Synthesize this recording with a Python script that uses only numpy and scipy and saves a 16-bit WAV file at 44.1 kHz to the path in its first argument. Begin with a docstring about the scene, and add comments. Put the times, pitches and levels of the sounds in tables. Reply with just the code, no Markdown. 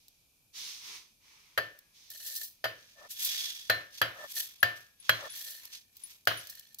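"""Soaked rice is raked by hand off a glass plate into a steel grinder jar, close by in a small kitchen.
Over a steady hush the heap first glides as smooth noise; filtered bursts make single grains tick.
The plate then knocks on the jar's rim, as decaying noise and damped modes, and clumps land as short showers.
Random contacts through filters and resonances make the rice spill into the jar and hiss under the raking hand.
Fingers judder over the plate between strokes, and later bangles ping as close pairs of sines."""
import sys
import numpy as np
from scipy import signal
from scipy.fft import rfft, irfft, next_fast_len
from scipy.io import wavfile

SR = 44100
rng = np.random.default_rng(int(sys.argv[2]) if len(sys.argv) > 2 else 0)


def bounce(signal):
    """Save signal as a 16-bit WAV file at the path given by the first command-line argument."""
    frames = np.transpose(np.atleast_2d(signal))
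    limited = np.clip(frames, -1, 1)
    pcm = np.round(limited * 32767).astype(np.int16)
    wavfile.write(sys.argv[1], SR, pcm)


N = 299864
TIME = np.arange(N) / SR   # the whole scene, s
AGE = np.arange(int(.5 * SR)) / SR   # time since the onset of one event, s

# The plate's own note. Each row: frequency in Hz, level in dB, decay t60 in seconds.
PLATE_NOTE = [(1782, 0, .33)]
# Modes that ring after a knock, the lowest from the counter beneath: their frequencies in Hz.
MODE_HZ = [113, 310, 530, 645, 712, 1055, 1320, 1430, 1530, 1670, 2988, 3025, 3255, 3382, 3908, 4095, 4380,
           4763, 5865]
# Likeness of left and right. Each row: frequency in Hz, correlation.
LIKENESS = [(60, 0.79), (600, 0.74), (1200, -0.19), (2500, 0.12), (15000, 0.027)]
# Spectrum of grains sliding in a mass. Each row: frequency in Hz, relative density in dB per Hz.
SLIDE_SPECTRUM = [(100, -25), (450, -27), (1100, -29), (1700, -12.5), (2500, -7), (3400, 0.5), (4800, 0),
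                  (6200, 1.5), (7400, -11.5), (10000, -12.5), (16000, -18.5)]
# Spectrum of wet crackle. Each row: frequency in Hz, relative density in dB per Hz.
CRACKLE_SPECTRUM = [(1500, -43.5), (4000, -14), (7500, -2.5), (10000, -4.5), (12500, 6), (14500, -0.5),
                    (16000, -7.5)]
# Spectrum of the dull rasp. Each row: frequency in Hz, relative level in dB.
RASP_SPECTRUM = [(120, -24), (400, -8.5), (580, -22), (950, -3.5), (1200, -4.5), (1600, -7.5), (2300, 4.5),
                 (3200, -6), (6000, -38)]
# Spectrum of clumps and lone grains. Each row: frequency in Hz, relative density in dB per Hz.
CLUMP_SPECTRUM = [(200, -24), (1200, -36), (2000, -39), (2700, -18), (4000, -1.5), (6000, -3.5),
                  (8500, -7.5), (12800, 1), (16000, 2)]


def from_db(db):
    """Level to gain: 20 dB is a factor of ten in amplitude."""
    return 10 ** (np.asarray(db) / 20)


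def rms_one(x):
    """Normalisation: the mean square becomes one."""
    return x / np.sqrt(np.mean(x ** 2) + 1e-20)


def at_hz(points, hz):
    """Interpolation along a logarithmic frequency axis."""
    f, value = np.transpose(points)
    return np.interp(np.log(np.maximum(hz, 1)), np.log(np.maximum(f, 1)), value)


def colour(x, spectrum):
    """Linear filtering: the spectrum is multiplied by a smooth gain."""
    n = next_fast_len(x.shape[-1] + 512)
    gain = from_db(at_hz(spectrum, np.fft.rfftfreq(n, 1 / SR)))
    return irfft(rfft(x, n) * gain, n)[..., :x.shape[-1]]


def place(x, balance):
    """Directional radiation: each pitch has its own level difference, left minus right."""
    sides = []
    for channel, sign in zip(x, (1, -1)):
        sides.append(colour(channel, [(hz, sign * db / 2) for hz, db in balance]))
    return np.array(sides)


def noise(spectrum, size):
    """Partial coherence: mid and side noise are weighted to set the left-right correlation; rms 1."""
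    n = next_fast_len(size)
    hz = np.fft.rfftfreq(n, 1 / SR)
    mid, side = rfft(rng.standard_normal((2, n))) * from_db(at_hz(spectrum, hz))
    alike = np.clip(at_hz(LIKENESS, hz), -1, 1)
    stereo = np.sqrt(1 + alike) * mid + np.sqrt(1 - alike) * side * [[1], [-1]]
    return rms_one(irfft(stereo, n)[:, :size])


def fade(t60, rise):
    """Damped response: a quick rise, then exponential decay by 60 dB in t60 seconds."""
    return (1 - np.exp(-AGE / rise)) * np.exp(-np.log(1000) * AGE / max(t60, 1e-3))


def add(out, s, sound):
    """Superposition: a sound is mixed in at time s."""
    i = max(round(s * SR), 0)
    out[:, i:i + sound.shape[-1]] += sound[..., :max(N - i, 0)]


def ring(modes):
    """Modal synthesis: one blow on damped modes, each with a left-right phase set by the correlation."""
    out = np.zeros((2, len(AGE)))
    for hz, db, t60 in modes:
        apart = np.arccos(np.clip(at_hz(LIKENESS, hz), -1, 1)) * rng.choice([-1, 1])
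        phase = rng.uniform(0, 2 * np.pi) + np.array([[0], [apart]])
        out += from_db(db) * fade(t60, 1 / hz) * np.sin(2 * np.pi * hz * AGE + phase)
    return out


def resonate(x, hz, width):
    """Resonance: a two-pole band-pass with gain 1 near its top and a bandwidth in Hz."""
    r = np.exp(-np.pi * width / SR)
    numerator = np.array([1, 0, -1]) * (1 - r * r) / 2
    return signal.lfilter(numerator, [1, -2 * r * np.cos(2 * np.pi * hz / SR), r * r], x)


def wander(hz):
    """Random fluctuation: noise confined mostly below hz, with a spread of about 1."""
    fluctuation = colour(rng.standard_normal(N), [(hz, 0), (3 * hz, -40), (6 * hz, -90)])
    return np.clip(rms_one(fluctuation), -2.5, 2.5)


def grains(per_s, size_db, count=5):
    """Shot noise: random contacts of uneven size at several spots, each with its own wall reflections."""
    at = np.flatnonzero(rng.random(N) < per_s / SR)
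    sizes = from_db(size_db * np.minimum(rng.exponential(1, len(at)), 4)) * rng.choice([-1, 1], len(at))
    clicks = np.zeros((count, N))
    # denser contacts are weaker, so that the mean power does not follow the rate
    clicks[rng.integers(0, count, len(at)), at] = sizes / np.sqrt(np.broadcast_to(per_s, N)[at])
    echo = rfft(rng.standard_normal((count, 2, 512)) * fade(.005, .00003)[:512])
    # a flat magnitude keeps the phases of the reflections but not their colour
    walls = np.roll(irfft(echo / np.abs(echo)), 40, axis=-1)[..., :400]
    spots = [signal.oaconvolve(spot[None], wall, axes=1)[:, :N] for spot, wall in zip(clicks, walls)]
    return rms_one(sum(spots))


def motion(rows, part=None):
    """Power addition: overlapping movements rise, hold and die away; part picks one of a row's shares."""
    t, power = TIME[::32], 0
    for start, rise, hold, t60, db, *shares in rows:
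        attack = np.sin(np.pi / 2 * np.clip((t - start) / max(rise, 1e-3), 0, 1)) ** 2
        release = np.exp(-np.log(1000) * np.maximum(t - start - rise - hold, 0) / max(t60, 1e-3))
        level_db = db if part is None else db + shares[part]
        power = power + (from_db(level_db) * attack * release) ** 2
    return np.interp(TIME, t, np.sqrt(power))


def hush():
    """Stationary noise: the kitchen's background has a fixed spectrum and level."""
    # Each row: frequency in Hz, relative density in dB per Hz.
    floor_spectrum = [(15, -41), (25, 2.5), (64, 4.5), (212, -0.5), (384, -7), (1160, -12), (2110, -18.5),
                      (2350, 1.5), (2760, -9.5), (5730, -7.5), (7510, -9), (14000, -5.5), (16000, -25.5)]
    return from_db(-69.5) * noise(floor_spectrum, N)


def gliding():
    """Dense friction: contacts of the shifting heap merge into a smooth hiss over a dull rasp."""
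    # The heap glides as the plate is carried and tipped. Each row: start, rise, hold and
    # release t60 in seconds, level in dB, dull rasp in dB relative to that level.
    glides = [(0, 0.0034, 0.014, 1.6, -68.5, -26), (.522, 0.062, 0.11, 0.86, -42.5, -15.5),
              (.77, 0.12, 0.073, 0.33, -46.5, -7), (1.17, .13, 0.039, 2.6, -62, -3.5),
              (1.915, 0.058, 0.079, 2.7, -59.5, -15)]
    wet_db = -16   # crackle relative to the hiss
    hiss = noise(SLIDE_SPECTRUM, N) + from_db(wet_db) * noise(CRACKLE_SPECTRUM, N)
    return motion(glides) * hiss + motion(glides, part=0) * noise(RASP_SPECTRUM, N)


def clumps():
    """Impact duration: a clump lands as a short shower of sticky grains, a lone grain as one tick."""
    # The largest clumps tear off and land. Each row: start in seconds, level in dB, decay t60 in seconds.
    falls = [(2.1, -42, 0.057), (2.267, -32, 0.081), (2.351, -34, 0.075), (2.361, -28.5, 0.099),
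             (2.4309, -35, 0.23), (3.2462, -19, 0.079), (4.356, -35, 0.087), (5.372, -37, 0.056),
             (5.5051, -33, 0.054), (6.4963, -33.5, 0.074), (6.7852, -34, .085)]
    # Single grains tick on the steel. Each row: start in seconds, level in dB.
    lone_grains = [(0.082, -43), (1.789, -41), (2.102, -34), (2.352, -33), (5.594, -45), (5.6535, -32.5),
                   (5.968, -38), (6.253, -41), (6.4706, -35), (6.552, -38.5), (6.595, -34.5), (6.745, -36)]
    showers, ticks = np.zeros((1, N)), np.zeros((2, N))
    for s, db, t60 in falls:
        add(showers, s, from_db(db) * fade(t60, 0.0012))
    for s, db in lone_grains:
        add(ticks, s, from_db(db) * noise(CLUMP_SPECTRUM, len(AGE)) * fade(0.022, 0.00021))
    sticky = grains(7000, size_db=2.0, count=3)
    return showers * rms_one(colour(sticky, CLUMP_SPECTRUM)) + ticks


def clatter(t60):
    """High modal density: crowded modes of plate and rim act as decaying noise with a hard front."""
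    # Each row: frequency in Hz, relative density in dB per Hz.
    clatter_spectrum = [(47, -50), (80, -32), (277, -35), (601, -4.5), (937, -15.5), (1740, 2.5),
                        (2220, -15.5), (3240, -8.5), (3620, -18.5), (4050, -12.5), (5400, -21), (8410, -32),
                        (13100, -17), (15000, -25.5), (16000, -39)]
    rise = .0004   # s
    envelope = fade(t60, rise) + from_db(-6.0) * fade(0.027, rise)
    return noise(clatter_spectrum, len(AGE)) * envelope


def knocks():
    """Impulsive excitation: a knock clatters, rings plate and jar by the spot struck, and wakes the room."""
    # Plate knocks on the rim. Each row: start in seconds, relative levels of clatter and ring in dB,
    # low and high tilt in dB, relative level of the plate's note in dB, clatter t60 in seconds,
    # and the Hz of three modes that the struck spot favours, strongest first.
    blows = [(1.5761, -22.5, -25.5, 4, -0.5, -28.5, 0.078, 3010, 4380, 4763),
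             (2.6412, -28, -26.5, 2.5, 1.5, -35, 0.1, 3033, 4763, 645),
             (3.6976, -18, -19.5, 0.5, 0, -23.5, 0.072, 4080, 4380, 3014),
             (4.0151, -17, -19.5, -2, -1, -33.5, 0.054, 3020, 3255, 4763),
             (4.6288, -16, -20, -4, 0.5, -22.5, 0.056, 3020, 712, 4763),
             (5.093, -14, -18.5, -6.5, 0.2, -35.5, 0.047, 3187, 4095, 3010),
             (6.2722, -20.5, -19, -3, 3.5, -39, 0.062, 1465, 2988, 712)]
    # The plate bounces back on the rim. Each row: start in seconds, relative level in dB.
    rebounds = [(1.586, -25.5), (2.655, -25), (4.027, -23.5), (6.307, -35), (6.314, -27.5)]
    # Damping of the modes, in the order of MODE_HZ. Each row: level in dB before any lift, t60 in seconds.
    mode_decays = [(-19.5, .28), (-31.5, .4), (-22, 0.29), (-13.5, 0.19), (-24.5, 0.31), (-23, 0.25),
                   (-24, 0.26), (-23.5, 0.077), (-35.5, .22), (-22, 0.56), (-27.5, 0.35), (-32, 0.32),
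                   (-19, 0.17), (-37, 0.14), (-33, .1), (-21, 0.25), (-26, .25), (-22.5, 0.19),
                   (-37.5, 0.62)]
    # Lift of the three favoured modes in dB.
    favour_db = (14, 10, 7.5)
    # Spectrum of the room's response. Each row: frequency in Hz, relative density in dB per Hz.
    room_spectrum = [(40, -23), (115, -2.5), (220, -19), (380, -9.5), (600, -1.5), (850, -14), (1500, 0.5),
                     (2400, -6), (3200, -7.5), (5500, -18.5), (8000, -30), (12500, -21), (16000, -25.5)]
    out = np.zeros((2, N))
    for s, clatter_db, ring_db, low_db, high_db, note_db, t60, *favoured in blows:
        lift = {}
        for near, db in zip(favoured, favour_db):
            closest = min(MODE_HZ, key=lambda hz: abs(hz - near))
            lift[closest] = db
        modes = [(hz, db + lift.get(hz, 0), decay) for hz, (db, decay) in zip(MODE_HZ, mode_decays)]
        room = from_db(-11.5) * noise(room_spectrum, len(AGE)) * fade(0.39, 0.0016)
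        blow = from_db(clatter_db) * clatter(t60)
        blow += from_db(ring_db) * (ring(modes) + room)
        blow += from_db(note_db) * ring(PLATE_NOTE)
        # the struck spot sets the weight of low and high modes; below 200 Hz nothing changes
        tilt = [(200, 0), (520, low_db), (1100, 0.0035), (1800, 0.012), (3200, high_db)]
        add(out, s, colour(blow, tilt))
    for s, db in rebounds:
        add(out, s, from_db(db) * colour(clatter(0.033), [(2000, 0.5), (6000, -35.5)]))
    return out


def flecks(per_s, t60):
    """Sparse excitation: now and then a grain hits bare steel and rings one of its high modes."""
    out = np.zeros((2, N))
    for hz in MODE_HZ[10:]:
        taps = (rng.random(N) < per_s / SR) * rng.uniform(-1.3, 1, (2, N))
        bandwidth = np.log(1000) / np.pi / t60
        out += resonate(taps + 1e-18, hz, bandwidth)   # the offset keeps the filter off denormal numbers
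    return rms_one(out)


def rice():
    """Granular excitation: raking hisses, rasps and whistles; spilling crackles and sounds the jar."""
    # Fingers rake through the rice. Each row: start, rise, hold and release t60 in seconds, level in dB,
    # then wet crackle, dull rasp and whistle of the plate in dB relative to that level.
    rakes = [(2.698, 0.096, .28, 0.65, -62, -13.5, -13, -33),
             (3.1, 0.22, 0.11, 0.89, -37.5, -8.5, -24.5, -7),
             (3.885, .105, 0.0073, 0.14, -49, -7.5, -23, -26), (4.084, 0.18, 0.19, 0.86, -54, -7, -13, -10),
             (4.739, 0.034, 0.0043, 0.49, -57, -3, -10, -18),
             (4.965, 0.14, 0.26, 1, -52, -12.5, -12.5, -7.5), (5.56, 0.072, 0.038, .3, -62, -5, -3.5, -25),
             (5.7, .045, 0.0031, 0.23, -45.5, -10.5, -23, -26.5),
             (5.88, 0.22, 0.012, .4, -58, -0.5, -11.5, -35), (6.331, 0.051, .03, 1, -53, -4, -15, -14.5)]
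    # Rice spills over the edge into the jar. Each row: start, rise, hold and release t60 in seconds,
    # level in dB, hollow of the jar in dB relative to that level.
    spills = [(2.097, 0.011, .1, 0.52, -51.5, -4), (2.16, 0.14, .12, 0.27, -44, -10),
              (3.083, .03, .012, 0.17, -44.5, -16), (3.14, .11, .015, .4, -38.5, -18),
              (4.24, .1, .1, .3, -48, -13), (4.335, .055, .008, .22, -33.5, -8.5),
              (5.29, .11, 0.083, 0.81, -46, -6), (6.47, 0.037, 0.027, 1, -59, 0)]
    # Resonances of the jar under falling rice. Each row: frequency in Hz, width in Hz, level in dB.
    jar_resonances = [(620, 170, -8.5), (1793, 70, 7.5), (4240, 180, 7), (5890, 200, 0)]
    rake, spill, jar = motion(rakes), motion(spills), motion(spills, part=0)
    sticking, rasp, whistle = [motion(rakes, part) for part in range(3)]

    # sticky rice moves unevenly
    spurts = wander(hz=53.4)
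    rake_spurts, spill_spurts = from_db(1.76 * spurts), from_db(2.06 * spurts)
    rake_moving, spill_moving = rake * rake_spurts, spill * spill_spurts

    heap = grains(4000, size_db=1.0)
    spill_hiss_db = -4.5   # relative to the spill
    hiss_level = np.hypot(rake_moving, from_db(spill_hiss_db) * spill_moving)
    hiss = hiss_level * rms_one(colour(heap, SLIDE_SPECTRUM))
    rasping = rasp * rake_spurts * rms_one(colour(heap, RASP_SPECTRUM))
    # rice skating over the plate sings in a narrow band
    whistling = whistle * rms_one(resonate(heap, hz=3380, width=150))

    # grains that strike the jar hard enough to sound it
    landings = grains(270, size_db=3.5, count=3)
    hollow = rms_one(sum(from_db(db) * resonate(landings, hz, width) for hz, width, db in jar_resonances))
    steel = hollow + from_db(-5) * flecks(per_s=12, t60=.05)
    rake_jar_db = -18   # relative to the raking
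    jar_sound = np.hypot(from_db(rake_jar_db) * rake, jar * spill_spurts) * steel

    # the crackle rate goes with the root of the wet amplitude, above a small minimum
    wet = np.hypot(spill_moving, sticking * rake_spurts)
    density = np.sqrt(wet / from_db(-56) + 0.014)
    crackle = rms_one(colour(grains(2400 * density, size_db=1.5), CRACKLE_SPECTRUM))
    # loose grains click out of the crackle
    loose = grains(70 * density, size_db=5.5, count=2)
    strays = from_db(-11.5) * rms_one(colour(loose, CLUMP_SPECTRUM))
    crackling = wet * (from_db(1.5) * crackle + strays)
    return hiss + rasping + whistling + jar_sound + crackling


def rubs():
    """Frictional excitation: wet fingertips judder under growing pressure and sound the plate's note."""
    # Fingers drag over the plate. Each row: start and end in seconds, level at the end in dB.
    drags = [(2.947, 3.068, -53.5), (4.122, 4.259, -46.5), (5.149, 5.273, -44.5), (6.28, 6.352, -49.5)]
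    # Each row: frequency in Hz, relative density in dB per Hz.
    rub_spectrum = [(200, -21.5), (420, -13.5), (590, 6), (720, -3), (850, -7.5), (1300, -2), (1700, -23),
                    (2400, -26), (5000, -27)]
    pressure = np.zeros(N)
    for start, end, db in drags:
        press = np.interp(TIME, [start, end - .01, end + 0.015], [0, 1, 0])
        pressure += from_db(db) * press ** 1.04
    judder = pressure * noise(rub_spectrum, N) * from_db(2.0 * wander(hz=79.7))
    note = rms_one(resonate(rng.standard_normal((2, N)), PLATE_NOTE[0][0], width=20))
    return judder + from_db(-1) * pressure * note


def bangles():
    """Mode splitting: thin rings touch and ping with a close pair of modes."""
    # Each row: start in seconds, relative level in dB, frequency of the lower mode in Hz.
    touches = [(4.604, -34.5, 10300), (5, -35.5, 10270), (5.302, -28.5, 10100), (5.3207, -32, 10030),
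               (6.0364, -24.5, 10320), (6.3728, -29.5, 10360), (6.391, -32, 10370)]
    out = np.zeros((2, N))
    for s, db, hz in touches:
        add(out, s, from_db(db - 10.5) * ring([(hz, 0, .09), (hz + 170, -9, .04)]))
    return out * from_db([[4], [-5]])   # louder on the left


def scene():
    """Superposition: plate, jar, rice and bangles sound over the hush of the kitchen."""
    # Left minus right for plate sounds and for rice. Each row: frequency in Hz, difference in dB.
    plate_balance = [(100, 2), (400, 2), (700, -2.5), (1200, 7), (1780, 4), (2400, -4.5), (3300, -6),
                     (4400, 0), (8000, 0), (15000, -1)]
    rice_balance = [(100, 4.5), (700, 4), (1100, 11), (2400, -1.5), (4400, -4.5), (6000, -3.5), (8000, 7),
                    (15000, -1)]
    grain_sounds = place(gliding() + clumps() + rice(), rice_balance)
    plate_sounds = place(knocks() + rubs(), plate_balance)
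    return hush() + grain_sounds + plate_sounds + bangles()


def record(dry):
    """Band limitation: the right microphone has a narrow treble notch; both sides are cut steeply on top."""
    notch_hz, notch_q, cutoff_hz = 8140, 9.5, 15700
    right = signal.lfilter(*signal.iirnotch(notch_hz, notch_q, fs=SR), dry[1])
    low_pass = signal.ellip(10, .3, 70, cutoff_hz, fs=SR, output="sos")
    return signal.sosfilt(low_pass, [dry[0], right])


dry = scene()
out = record(dry)
bounce(out)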